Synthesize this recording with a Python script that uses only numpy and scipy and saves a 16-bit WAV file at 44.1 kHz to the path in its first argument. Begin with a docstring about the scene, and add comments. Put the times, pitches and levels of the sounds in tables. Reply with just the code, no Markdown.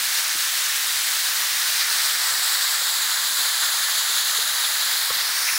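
"""A thin waterfall runs down a rock face and shatters on the ledges: hissing spray, splashes, small bubbles.
A hand-held mono microphone turns towards it. A very short echo off a surface close by makes the hiss
sound hollow, and that hollow tone shifts with the angle. Stray drops patter dully around the
microphone, a few land with a plop, and now and then a clump of water slaps a ledge."""
import sys
import numpy as np
from scipy import signal
from scipy.fft import rfft, irfft
from scipy.io import wavfile
from scipy.ndimage import map_coordinates

SR = 44100
rng = np.random.default_rng(int(sys.argv[2]) if len(sys.argv) > 2 else 0)


def int16_out(signal):
    """Quantize to a 16-bit WAV file."""
    q = np.round(np.clip(np.atleast_2d(signal).T, -1, 1) * 32767)
    wavfile.write(sys.argv[1], SR, q.astype(np.int16))


N = 246078
T = np.arange(N) / SR
FREQS = np.maximum(np.fft.rfftfreq(N, 1 / SR), 1)
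TOP_HZ = 15750


def undb(db):
    """Turn decibels into a number to multiply by."""
    return 10 ** (np.asarray(db) / 20)


def unit(x):
    """Scale to an average (rms) level of 1."""
    return x / np.sqrt(np.mean(x ** 2))


def shape(x, gain):
    """Turn each frequency up or down by its own gain."""
    return irfft(rfft(x) * gain, N)


def resonance(hz, width_hz):
    """Gains that keep one band of frequencies, 1 at its centre."""
    return 1 / (1 + 1j * (FREQS ** 2 - hz ** 2) / (FREQS * width_hz))


def lowpass(hz, order):
    """Gains that keep the lows; a higher order cuts more steeply."""
    return 1 / np.sqrt(1 + (FREQS / hz) ** (2 * order))


def wander(rate_hz):
    """A smooth random drift, about 1 in size."""
    return unit(shape(rng.standard_normal(N), lowpass(rate_hz, order=2)))


def add(out, start_s, sound):
    """Mix in a short sound."""
    start = int(np.clip(start_s * SR, 0, N - 1))
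    out[start:start + len(sound)] += sound[:N - start]


def impacts(per_second, spread_db):
    """Drops hit at random, one click each: many small, a few large."""
    chance, size = rng.random(N), rng.standard_normal(N)
    sign = np.sign(rng.standard_normal(N))
    return unit((chance < per_second / SR) * sign * undb(spread_db * np.clip(size, -2, 2)))


def ring(hz, cycles, glide, swell):
    """An air pocket or wet surface swells for a share of its life, then fades as its pitch slides."""
    age = np.linspace(0, 1, max(int(cycles * SR / hz), 8))
    envelope = (1 - np.exp(-(age / swell) ** 2)) * np.exp(-np.log(1000) * age)
    phase = 2 * np.pi * cycles * (age + glide * age ** 2 / 2)
    return np.sin(phase) * envelope / envelope.max()


def spray(flicker_db, splash_db):
    """Far mist and nearer splashes: each stream fills its own band and flickers on its own."""
    out = np.zeros(N)
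    centres = np.linspace(0, np.sqrt(TOP_HZ), 14)  # square roots of Hz, so high bands are wider
    for centre in centres:
        off_centre = np.clip(abs(np.sqrt(FREQS) - centre) / centres[1], 0, 1)
        water = rng.standard_normal(N) + undb(splash_db) * impacts(per_second=900, spread_db=3.0)
        band = shape(water, np.cos(np.pi / 2 * off_centre))
        out += band * undb(flicker_db * wander(rate_hz=2.4))
    return unit(out)


def bubbles(low_hz, high_hz, cycles, glide, spread_db, count):
    """Small bubbles trapped on the ledges each ring with a short rising chirp."""
    out = np.zeros(N)
    for when, pitch, life, size in rng.random((count, 4)):
        hz = low_hz * (high_hz / low_hz) ** pitch
        gain = undb(spread_db * min(-np.log(1 - size), 4)) * hz / high_hz
        add(out, when * N / SR, gain * ring(hz, cycles * (.5 + life), glide, swell=0.014))
    return unit(out)


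# The tone of the spray, heard from the side. Each row: frequency in Hz, relative level in dB.
SPRAY_TONE = [(60, -67), (170, -39.5), (330, -29), (500, -20.5), (800, -12.5), (1200, -6), (1750, -0.5),
              (2600, -4.5), (3850, 0.62), (5200, -2.5), (7000, -3.5), (8900, -7.5), (12300, -9.5),
              (14000, -6.5)]
# Narrow rings of the microphone's opening. Each row: frequency in Hz, width in Hz, boost in dB.
PORT_RINGS = [(8090, 380, 3.5), (10000, 580, 6)]


def waterfall():
    """Spray, bubbles and drops ticking on rock all surge together as the water arrives in clumps."""
    water = spray(flicker_db=0.39, splash_db=-5)
    chirps = bubbles(low_hz=702.3, high_hz=8980, cycles=85, glide=0.051, spread_db=2.0, count=3200)
    ticks = impacts(per_second=1000, spread_db=5.5)
    water += undb(-14.5) * chirps + undb(-12.0) * ticks
    surge_db = 0.1 * wander(rate_hz=22) + 0.51 * wander(rate_hz=12)
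    tone_hz, tone_db = np.transpose(SPRAY_TONE)
    tone = undb(np.interp(np.log(FREQS), np.log(tone_hz), tone_db))
    port = 1 + sum((undb(db) - 1) * abs(resonance(hz, width)) ** 2 for hz, width, db in PORT_RINGS)
    return unit(shape(water * undb(surge_db), tone * port))


# The microphone's turn. Each row: time in seconds, level in dB, gap between the echo's dips in Hz
# (1 / its delay), echo strength from 0 to 1, change in the sheen (a band of treble) in dB.
TURN_PATH = [(0, -22.3, 3880, 0.06, -.5), (1.2, -21.9, 3920, .02, 0), (1.65, -21, 3850, 0.1, -2.5),
             (2.4, -21.5, 3470, .27, 0.5), (2.9, -22, 3250, .36, -0.2), (4.1, -22, 3080, 0.37, -1),
             (4.95, -22, 3220, 0.3, -4), (5.25, -22, 3450, 0.27, -7), (5.4, -22, 3980, 0.3, -2.5),
             (5.58, -22, 4440, 0.3, -.5)]


def microphone_turn(water, phase_turns, echo_top_hz, sheen_hz, sheen_width_hz):
    """A very short echo weakens evenly spaced frequencies; these dips slide as the microphone turns."""
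    times, *columns = np.transpose(TURN_PATH)
    level_db, gap_hz, strength, sheen_db = [np.interp(T, times, column) for column in columns]
    # a small surface shifts each wave ahead by part of a cycle and loses the highest treble
    bounced = shape(water, np.exp(2j * np.pi * phase_turns) * lowpass(echo_top_hz, order=4))
    echo = map_coordinates(bounced, [(T - 1 / gap_hz) * SR], order=3, mode="nearest")
    heard = water + strength * echo
    # the microphone's body shades or favours short waves
    sheen = shape(heard, abs(resonance(sheen_hz, sheen_width_hz)) ** 2)
    return undb(level_db) * (heard + (undb(sheen_db) - 1) * sheen)


# The heavier stray drops. Each row: time in seconds, peak level in dB.
HEAVY_TAPS = [(.192, -46), (.272, -46), (.357, -42), (1.064, -44), (1.111, -43), (1.156, -43), (1.428, -49),
              (1.911, -43), (1.952, -45), (2.157, -48), (2.319, -49), (2.396, -48), (2.827, -45),
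              (3.246, -44), (3.424, -43), (3.632, -45), (3.807, -47), (4.108, -43), (4.514, -46),
              (4.616, -45), (4.864, -45), (5.166, -42), (5.3, -45), (5.527, -42)]


def patter(light_db, flurry_db, wash_db, lull_s, lull_half_s, lull_db):
    """Stray drops land nearby as dull taps: light ones in random flurries, heavier ones singly."""
    dull_tap = resonance(hz=234, width_hz=320) * lowpass(hz=555, order=3)
    light = impacts(per_second=46, spread_db=3.0) + undb(wash_db) * rng.standard_normal(N)
    light *= undb(flurry_db * wander(rate_hz=3.4))
    light = unit(shape(light, dull_tap))
    dip_db = lull_db * np.exp(-((T - lull_s) / lull_half_s) ** 2)  # the light taps go quiet once
    heavy = np.zeros(N)
    for start_s, db in HEAVY_TAPS:
        add(heavy, start_s, undb([db]))
    heavy = shape(heavy, dull_tap / irfft(dull_tap, N).max())
    return light * undb(light_db + dip_db) + heavy


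# Large drops close by. Each row: start in seconds, pitch in Hz, peak level in dB,
# level of the thud compared with the plop in dB.
NEAR_DROPS = [(.186, 457, -41, -12), (.348, 318, -40, -8), (2.814, 573, -37, -27), (4.092, 427, -42, -14),
              (4.383, 475, -35, -10), (4.937, 444, -43, -8), (5.103, 530, -28, -11)]


def plops(cycles, glide, swell, thud_hz, thud_cycles, thud_lag_s):
    """A large drop lands with a short plop that falls in pitch, then a thud."""
    out = np.zeros(N)
    for start_s, hz, db, thud_db in NEAR_DROPS:
        add(out, start_s, undb(db) * ring(hz, cycles, glide, swell))
        add(out, start_s + thud_lag_s, undb(db + thud_db) * ring(thud_hz, thud_cycles, glide, swell))
    return out


# Heavier slaps of water. Each row: loudest moment in seconds, band centre in Hz, band width in Hz,
# rough time to swell (and again to fade) in seconds, rms level at the loudest moment in dB.
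LEDGE_SLAPS = [(1.808, 4450, 2400, .03, -23.5), (1.818, 2040, 700, 0.016, -27),
               (1.902, 4500, 1800, 0.0042, -19.5), (2.443, 7800, 1500, 0.017, -28),
               (4.185, 3740, 1000, 0.066, -27.5), (4.653, 3800, 1300, .025, -26.5),
               (4.938, 3860, 1300, 0.014, -27), (5.106, 1150, 500, 0.012, -28),
               (5.492, 2270, 550, 0.018, -21.5), (5.56, 5300, 1500, 0.013, -23)]


def slaps():
    """A clump of water bursts on a ledge: a brief swell of noise in one band."""
    out = np.zeros(N)
    for peak_s, hz, width_hz, swell_s, db in LEDGE_SLAPS:
        splash = unit(shape(rng.standard_normal(N), resonance(hz, width_hz) ** 2))
        out += undb(db) * splash * np.exp(-2 * ((T - peak_s) / swell_s) ** 2)
    return out


def scene():
    """Mix the waterfall, drops and slaps, the same in both channels."""
    water = waterfall()
    mix = microphone_turn(water, phase_turns=0.31, echo_top_hz=10700, sheen_hz=7760, sheen_width_hz=1260)
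    mix += patter(light_db=-64.5, flurry_db=2.5, wash_db=-19, lull_s=0.79, lull_half_s=0.17, lull_db=-17)
    mix += plops(cycles=14.0, glide=-0.17, swell=0.12, thud_hz=129, thud_cycles=2.1, thud_lag_s=0.0072)
    mix += slaps()
    return np.array([mix, mix])


def record(dry):
    """The recorder steeply cuts the treble above TOP_HZ."""
    return signal.sosfilt(signal.ellip(12, .1, 85, TOP_HZ, fs=SR, output="sos"), dry)


dry = scene()
out = record(dry)
int16_out(out)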